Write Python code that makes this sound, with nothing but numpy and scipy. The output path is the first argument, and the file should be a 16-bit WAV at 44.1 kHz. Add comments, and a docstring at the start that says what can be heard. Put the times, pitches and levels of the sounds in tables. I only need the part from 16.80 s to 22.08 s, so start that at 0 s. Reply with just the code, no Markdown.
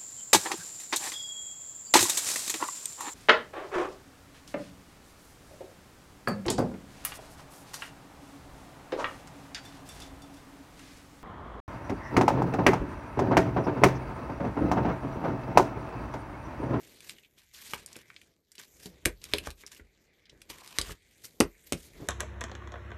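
"""Cardboard box handled on a cloth

Hands slide a small cardboard box over a cloth-covered table, slit its seals with a blade and tap it.
Contacts are short cracks of noise; knocks ring the hollow box and thumps ring the table, as decaying sines.
In between, skin, card and blade rub as grainy noise, and the same box and table modes murmur along."""
import sys
import numpy as np
from scipy import signal
from scipy.io import wavfile
from scipy.ndimage import uniform_filter1d

SR = 44100
rng = np.random.default_rng(int(sys.argv[2]) if len(sys.argv) > 2 else 0)


def volts_from_decibels(level):
    """Turn decibel levels (scalar or array-like) into linear amplitude factors."""
    exponent = np.asarray(level, float) / 20
    return 10 ** exponent


def to_wav(sig):
    """Store sig (one row per channel, or 1-D mono) as 16-bit WAV at the path in sys.argv[1].

    Samples outside -1..1 are clipped; the rate is SR.
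    """
    pcm = np.clip(np.atleast_2d(sig), -1, 1) * 32767
    pcm = np.round(pcm).astype(np.int16)
    wavfile.write(sys.argv[1], SR, pcm.T)  # frames by channels


N = 233009   # length in samples

# Faint rustle between strokes. Each row: time in seconds, level in dB, treble tilt in dB per octave.
RUSTLE_PATH = [(0, -58.5, 2.5), (0.4, -65, 1.5), (0.51, -75, 2), (0.7, -68, 1.5), (1.1, -71, -7),
               (1.3, -63, 0), (1.45, -69, 1), (1.62, -83.5, 3.5), (1.78, -69, -1), (1.92, -63, 5),
               (2.2, -67.5, -1), (2.75, -70, 12), (2.86, -68.5, -3.5), (3.05, -73.5, -1.5),
               (3.5, -69.5, -4), (3.63, -72, 0), (4.18, -69.5, -0.5), (4.42, -64.5, 2.5), (4.58, -67, 5.5),
               (4.8, -64.5, 2.5), (5.28, -61.5, 0.5)]
# Tone colour of the rustle. Each row: frequency in Hz, relative level in dB per Hz.
RUSTLE_TONE = [(600, -13.5), (1100, -30.5), (2070, 4), (2300, -15.5), (2590, -12.5), (3200, -6.5),
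               (5570, -12.5), (6270, -9), (12000, -23), (14000, -11.5)]
# Weight of the hands on box and table. Each row: time in seconds, box murmur in dB, table rumble in dB.
HAND_WEIGHT = [(0, -60.5, -76), (0.35, -67, -85), (0.7, -86, -69.5), (1.02, -61.5, -70), (1.2, -67, -77),
               (1.5, -70.5, -83), (1.65, -81.5, -85), (2.1, -61, -63), (2.4, -69, -58.5),
               (2.62, -53, -49.5), (2.76, -71.5, -66.5), (3.45, -73, -78), (3.55, -64.5, -62),
               (3.9, -69.5, -90), (4.11, -53.5, -41), (4.17, -76.5, -69), (4.58, -67, -75.5),
               (4.85, -69.5, -70.5), (5.14, -62, -56), (5.225, -43, -50), (5.28, -52, -51)]
# Ringing modes of the table top.
# Each row: frequency in Hz, relative level in dB, time to die by 60 dB when struck in seconds.
TABLE_MODES = [(45, -2.5, 0.26), (72, 0.5, 0.18), (83, 5, 0.024)]
# Ringing modes of the hollow box.
# Each row: frequency in Hz, relative level in dB, time to die by 60 dB when struck in seconds.
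BOX_MODES = [(146, -10.5, 0.014), (181.5, -9, 0.13), (252.6, -2, 0.036), (341, -1.5, 0.048),
             (409.5, 0, 0.055), (482.5, -3.5, 0.034), (550, -5, 0.035), (725, -12.5, 0.03),
             (932, -5, 0.025), (1144, -12.5, 0.053), (1290, -12, 0.022)]
# Strokes of skin, card or blade. Each row: start in seconds, end in seconds, hiss at the start in dB,
# hiss at the end in dB, treble tilt in dB per octave.
STROKE_ROWS = [(0., 0.19, -63.5, -66, 0.5), (0.227, 0.317, -57.5, -51, 1.5),
               (0.577, 0.654, -58.5, -72, -0.5), (0.739, 0.948, -53.5, -46.5, 1.5),
               (0.96, 1.026, -51.5, -55.5, 0), (1.079, 1.21, -59, -57, -0.5), (1.795, 1.842, -45, -57, 0.5),
               (1.951, 2.066, -69.5, -48.5, 2), (2.419, 2.582, -62, -47.5, -0.5),
               (2.634, 2.673, -54, -44, -2), (2.777, 2.815, -63, -55, 2), (2.875, 2.884, -50, -59, 1.5),
               (2.919, 2.986, -52.5, -60, 1), (3.704, 3.713, -41, -46, 1.5), (3.712, 3.997, -57, -53, 0),
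               (3.96, 4.117, -54.5, -45.5, -1), (4.438, 4.446, -64.5, -43, 4),
               (4.442, 4.462, -48.5, -53.5, 4), (4.871, 4.902, -51, -63.5, 4.5),
               (4.93, 5.066, -58, -56.5, 3.5), (5.156, 5.263, -63, -64, -1.5)]
# Tone colour of the strokes. Each row: frequency in Hz, relative level in dB per Hz.
STROKE_TONE = [(600, 0), (791, -18), (903, -0.5), (1380, -7.5), (1720, 0.5), (2460, 0), (8370, -6),
               (12800, -14.5), (14000, -3.5)]
# The dragged blade sets one panel humming.
# The one row: start in seconds, end in seconds, resonance in Hz, width of the resonance in Hz.
SLIT_HUM = (3.72, 3.97, 1020, 190)
# Pushes that reach the table top. Each row: time in seconds, strength in dB.
TABLE_PUSHES = [(0.951, -50.5), (2.048, -58.5), (2.251, -29.5), (2.526, -38), (2.671, -39.5),
                (3.004, -47.5), (3.694, -54.5), (3.987, -33.5), (4.602, -30.5), (4.922, -41.5)]
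# Knocks that ring the box; where it is struck and held decides which modes speak.
# Each row: time in seconds, strength in dB, favoured frequency in Hz.
BOX_KNOCKS = [(0.9348, -32.5, 990), (1.163, -48, 402), (1.782, -55, 300), (2.0578, -35, 200),
              (2.261, -26, 460), (2.5371, -25, 500), (2.591, -57, 432), (2.6709, -35, 600),
              (2.69, -52, 300), (2.836, -57.5, 400), (2.9961, -50.5, 242), (3.529, -55, 300),
              (3.7009, -43, 1000), (3.9865, -30, 1000), (4.011, -41, 453), (4.095, -45, 903),
              (4.1057, -45.5, 346), (4.603, -16, 278), (4.6071, -17, 303), (4.9226, -20.5, 262),
              (4.936, -36, 300), (5.244, -46, 350)]
# Cracks of card, seal or blade. Each row: time in seconds, peak level in dB, centre frequency in Hz,
# broad treble in dB relative to the burst at the centre.
CRACK_ROWS = [(0.2053, -36, 3160, 8), (0.295, -25, 3030, 8), (0.3653, -51, 2760, -17),
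              (0.3833, -42.5, 2840, -14), (0.4338, -51, 2800, -18), (0.447, -50, 2820, -18),
              (0.5795, -49.5, 2870, -15), (0.746, -40, 3680, -14), (0.9351, -19, 1760, -9),
              (1.0613, -27, 6700, -4), (1.1296, -35, 6300, -34), (1.1562, -35, 2740, -33),
              (1.1654, -31, 1830, 8), (1.3021, -36.5, 1600, -37), (1.3633, -36, 2750, -42),
              (1.4147, -42.5, 2570, -3), (1.7177, -42, 6280, 0.5), (1.7533, -43, 4050, 11),
              (1.781, -34, 3600, -31), (2.0582, -30, 3630, 3), (2.2528, -23, 2200, 5),
              (2.2564, -5.5, 2230, 6.5), (2.416, -44, 4000, -3), (2.4404, -26.5, 3760, 15),
              (2.453, -36, 3540, 1), (2.5362, -6, 2980, -3), (2.5835, -21.5, 3130, -1.5),
              (2.587, -30, 2980, -5), (2.6713, -25, 1100, -10), (2.7042, -30.5, 3440, 10),
              (2.711, -37, 3530, 1), (2.836, -39, 1470, -28), (2.8645, -30.5, 6140, -32),
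              (2.9185, -38.5, 6100, -15), (2.964, -46, 2530, -12), (2.9963, -44.5, 1780, -17),
              (3.455, -49, 3800, -26), (3.496, -42.5, 3860, -32.5), (3.617, -39.5, 3180, 9),
              (3.7005, -31, 3500, -2), (3.876, -31, 4640, 3), (3.9855, -9, 3200, 3),
              (4.0138, -17.5, 4850, -2), (4.095, -38.5, 925, -22), (4.1062, -38, 1840, -16),
              (4.4432, -43, 1850, -1), (4.603, -5.5, 1400, 14), (4.6071, -9.5, 1600, -7.5),
              (4.9231, -14, 2830, 11), (4.9311, -21.5, 2900, 0)]

STROKE_RISE_DB_PER_S, STROKE_FALL_DB_PER_S = 1500, 544
BLOW_SPREAD_DB = 2.0   # chance differences between blows, mode by mode


def rms_one(x):
    """Scale to unit rms."""
    return x / np.sqrt(np.mean(x ** 2) + 1e-20)


def filtered(x, order, hz, kind="low"):
    """Butterworth filter: lets through only the chosen range of frequencies."""
    return signal.sosfilt(signal.butter(order, hz, kind, fs=SR, output="sos"), x)


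def in_time(rows):
    """Table columns joined by straight lines, sample by sample."""
    seconds, *columns = np.transpose(rows)
    return [np.interp(np.arange(N) / SR, seconds, column) for column in columns]


def drift(rate_hz):
    """Slow random wander of spread 1: noise smoothed twice, worked out at every 40th sample."""
    r = np.exp(-80 * np.pi * rate_hz / SR)
    noise = rng.standard_normal(N // 40 + 2002)
    slow = signal.lfilter([1], [1, -2 * r, r * r], noise)[2000:]   # skip the settling
    return np.interp(np.arange(N) / 40, np.arange(len(slow)), rms_one(slow))


def ring(force, hz, t60):
    """One mode: a unit click sets a sine ringing from height 1, dying by 60 dB in t60 seconds."""
    r = volts_from_decibels(-60 / (t60 * SR))
    w = 2 * np.pi * hz / SR
    return signal.lfilter([0, np.sin(w)], [1, -2 * r * np.cos(w), r * r], force + 1e-18)


def rubbed(modes, force):
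    """A rough steady force keeps the modes murmuring; rms 1."""
    return rms_one(sum(volts_from_decibels(level_db) * ring(force, hz, t60) for hz, level_db, t60 in modes))


def struck(modes, times, blow_db, contact_hz, rattle=0., rattle_t60=.03, octaves_away=None):
    """Every blow strikes every mode with a strength of its own; loose contents rattle on after the push."""
    starts = np.round(times * SR).astype(int)
    t = np.arange(5000) / SR
    pushes = rattle * rng.standard_normal((len(starts), len(t))) * volts_from_decibels(-60 * t / rattle_t60)
    pushes[:, 0] = -1   # the blow itself
    luck = rng.standard_normal((len(modes), len(starts)))
    out = 0
    for k, (hz, level_db, t60) in enumerate(modes):
        mode_db = blow_db + level_db + BLOW_SPREAD_DB * luck[k]
        if octaves_away is not None:
            mode_db = mode_db - 10.5 * octaves_away[k]   # modes away from the favoured pitch speak less
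        force = np.zeros(N + len(t))
        for start, gain, push in zip(starts, volts_from_decibels(mode_db), pushes):
            force[start:start + len(t)] += gain * push
        out = out + ring(force[:N], hz, t60)
    return filtered(out, 2, contact_hz)


def grains(per_s, spread_db, smooth):
    """Fibres catch and let go at random over a smooth friction noise."""
    sizes = volts_from_decibels(spread_db * np.minimum(rng.exponential(1, N), 5))
    clicks = sizes * rng.choice([-1, 1], N) * (rng.random(N) < per_s / SR)
    return rms_one(clicks) + smooth * rng.standard_normal(N)


def hiss(colour, tilt_db, together_db, patchy_db):
    """Skin and card sliding: grainy noise in third-octave bands that flicker together and in patches."""
    forces = [grains(460.0, 3.8, smooth=1.2) for _ in range(2)]
    together = together_db * drift(38.0)
    edges = 600 * 2 ** (np.arange(15) / 3)
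    colour_hz, colour_level_db = np.transpose(colour)
    out = 0
    for k, (low, high) in enumerate(zip(edges, edges[1:])):
        hz = np.sqrt(low * high)
        band_db = np.interp(np.log(hz), np.log(colour_hz), colour_level_db) + tilt_db * np.log2(hz / 4000)
        flicker_db = together + patchy_db * drift(10.0)
        band = filtered(forces[k % 2], 2, [low, high], "band")   # neighbouring bands use different grains
        out = out + volts_from_decibels(band_db + flicker_db) * band
    # even out the loudness: the level belongs to the hand
    return out / np.sqrt(uniform_filter1d(out ** 2, size=2048) + 1e-20)


def room(x):
    """Close walls and clutter: a short tail of noise whose treble dies first, swallowed by the cloth."""
    t = np.arange(SR // 3) / SR
    noise = rng.standard_normal(len(t))
    low = filtered(noise, 1, 1600)
    tail = low * volts_from_decibels(-60 * t / 0.14) + (noise - low) * volts_from_decibels(-60 * t / 0.091)   # 60 dB fall times in seconds
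    tail = tail * (t > .004)   # nothing returns in the first 4 ms
    return signal.fftconvolve(x, tail / np.sqrt(np.sum(tail ** 2)))[:N]


def rustle():
    """Faint grainy friction noise that goes on between the strokes."""
    level_db, tilt_db = in_time(RUSTLE_PATH)
    return volts_from_decibels(level_db) * hiss(RUSTLE_TONE, tilt_db, together_db=1.24, patchy_db=3.0)


def table_rumble():
    """The weight of the hands keeps the table modes rumbling, damped to die sooner than when struck."""
    _, rumble_db = in_time(HAND_WEIGHT)
    damped = [(hz, db, 0.65 * t60) for hz, db, t60 in TABLE_MODES]
    return volts_from_decibels(rumble_db) * rubbed(damped, rng.standard_normal(N))


def box_murmur(stroke_gain):
    """Cloth and fingers rub and damp the box modes; the broad hand moves those near 300 Hz most."""
    murmur_db, _ = in_time(HAND_WEIGHT)
    damped = [(hz, db - 4.0 * abs(np.log2(hz / 300.)), 0.27 * t60) for hz, db, t60 in BOX_MODES]
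    leaning = volts_from_decibels(murmur_db + 1 * drift(11.0))   # uneven grip makes the murmur lumpy
    along = volts_from_decibels(-19.5) * stroke_gain   # the box murmurs along with each stroke
    return (leaning + along) * rubbed(damped, grains(210.0, 1.3, smooth=1.4))


def stroke_motion():
    """Each stroke sets in fast, glides from first to last level and falls away; returns gain and tilt."""
    t = np.arange(N) / SR
    power, tilted = 1e-14, 0
    for start, end, start_db, end_db, tilt_db in STROKE_ROWS:
        level_db = np.interp(t, [start, end], [start_db, end_db])
        level_db = level_db - STROKE_RISE_DB_PER_S * np.maximum(start - t, 0)
        level_db = level_db - STROKE_FALL_DB_PER_S * np.maximum(t - end, 0)
        stroke_power = volts_from_decibels(2 * level_db)
        power = power + stroke_power
        tilted = tilted + tilt_db * stroke_power
    return np.sqrt(power), tilted / power   # where strokes overlap, the louder one sets the tilt most


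def rubs(stroke_gain, tilt_db):
    """Strokes of skin, card or blade: friction hiss that follows the moving hand."""
    return stroke_gain * hiss(STROKE_TONE, tilt_db, together_db=2.5, patchy_db=1.84)


def slit():
    """Friction noise in one panel resonance while the blade drags through the seal."""
    start, end, hz, width_hz = SLIT_HUM
    t = np.arange(N) / SR
    outside_s = np.maximum(np.maximum(start - t, t - end), 0)
    t60 = np.log(1000) / (np.pi * width_hz)   # a wider resonance dies sooner
    hum = rms_one(ring(grains(300.0, 4.9, smooth=1.6), hz, t60))
    return volts_from_decibels(-61.5 - STROKE_FALL_DB_PER_S * outside_s) * hum


def table_thumps():
    """Pushes that reach the table top ring its modes, with all but the bass softened."""
    push_s, push_db = np.transpose(TABLE_PUSHES)
    return struck(TABLE_MODES, push_s, push_db, contact_hz=77.0)


def box_knocks():
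    """Knocks ring the hollow box, strongest near a favoured pitch, and its loose contents rattle on."""
    knock_s, knock_db, favoured_hz = np.transpose(BOX_KNOCKS)
    octaves_away = [np.abs(np.log2(hz / favoured_hz)) for hz, _, _ in BOX_MODES]
    box = struck(BOX_MODES, knock_s, knock_db, 2100.0, rattle=0.049, rattle_t60=0.13,
                 octaves_away=octaves_away)
    return filtered(box, 2, 95, "high")   # a small box radiates little below this


def cracks():
    """Card or seal snaps: a click and a dying noise burst around its own centre, plus some broad treble."""
    rise_s, click = 0.0001, 1.65
    t = np.arange(4096) / SR
    out = np.zeros(N + len(t))
    for seconds, peak_db, hz, treble_db in CRACK_ROWS:
        # faint contacts are scuffs and last longer
        t60 = 0.012 + 0.002 * max(-33.0 - peak_db, 0)
        burst = rng.standard_normal(len(t)) * (1 - np.exp(-t / rise_s)) * volts_from_decibels(-60 * t / t60)
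        burst[round(2 * rise_s * SR)] -= click
        # harder snaps shake more of the card, so their band is wider
        width = 1.3351 + 0.0071 * max(peak_db + 45.5, 0)
        centre = rms_one(filtered(burst, 2, [hz / width, hz * width], "band"))
        treble = rms_one(filtered(burst, 2, [1800., 10500.], "band"))
        snap = centre + volts_from_decibels(treble_db) * treble
        at = round(seconds * SR)
        out[at:at + len(t)] += volts_from_decibels(peak_db) * snap / np.abs(snap).max()
    return out[:N]


def scene():
    """Contacts and rubbing, with the room around the cracks."""
    stroke_gain, stroke_tilt_db = stroke_motion()
    background = rustle() + table_rumble() + box_murmur(stroke_gain)
    rubbing = rubs(stroke_gain, stroke_tilt_db) + slit()
    snaps = cracks()
    hits = table_thumps() + box_knocks() + snaps + volts_from_decibels(-9.5) * room(snaps)
    return (background + rubbing + hits)[None]


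def band_limit(x):
    """A steep low-pass at the top of the band."""
    return signal.sosfilt(signal.butter(12, 14960, fs=SR, output="sos"), x)


def record(dry):
    """The microphone drops the deep bass, and the top is cut steeply."""
    bass_cut = filtered(dry, 4, 42., "high")
    top_cut = signal.cheby2(12, 45, 14500, fs=SR, output="sos")
    finished = signal.sosfilt(top_cut, bass_cut)
    return band_limit(finished)


dry = scene()
out = record(dry)
to_wav(out)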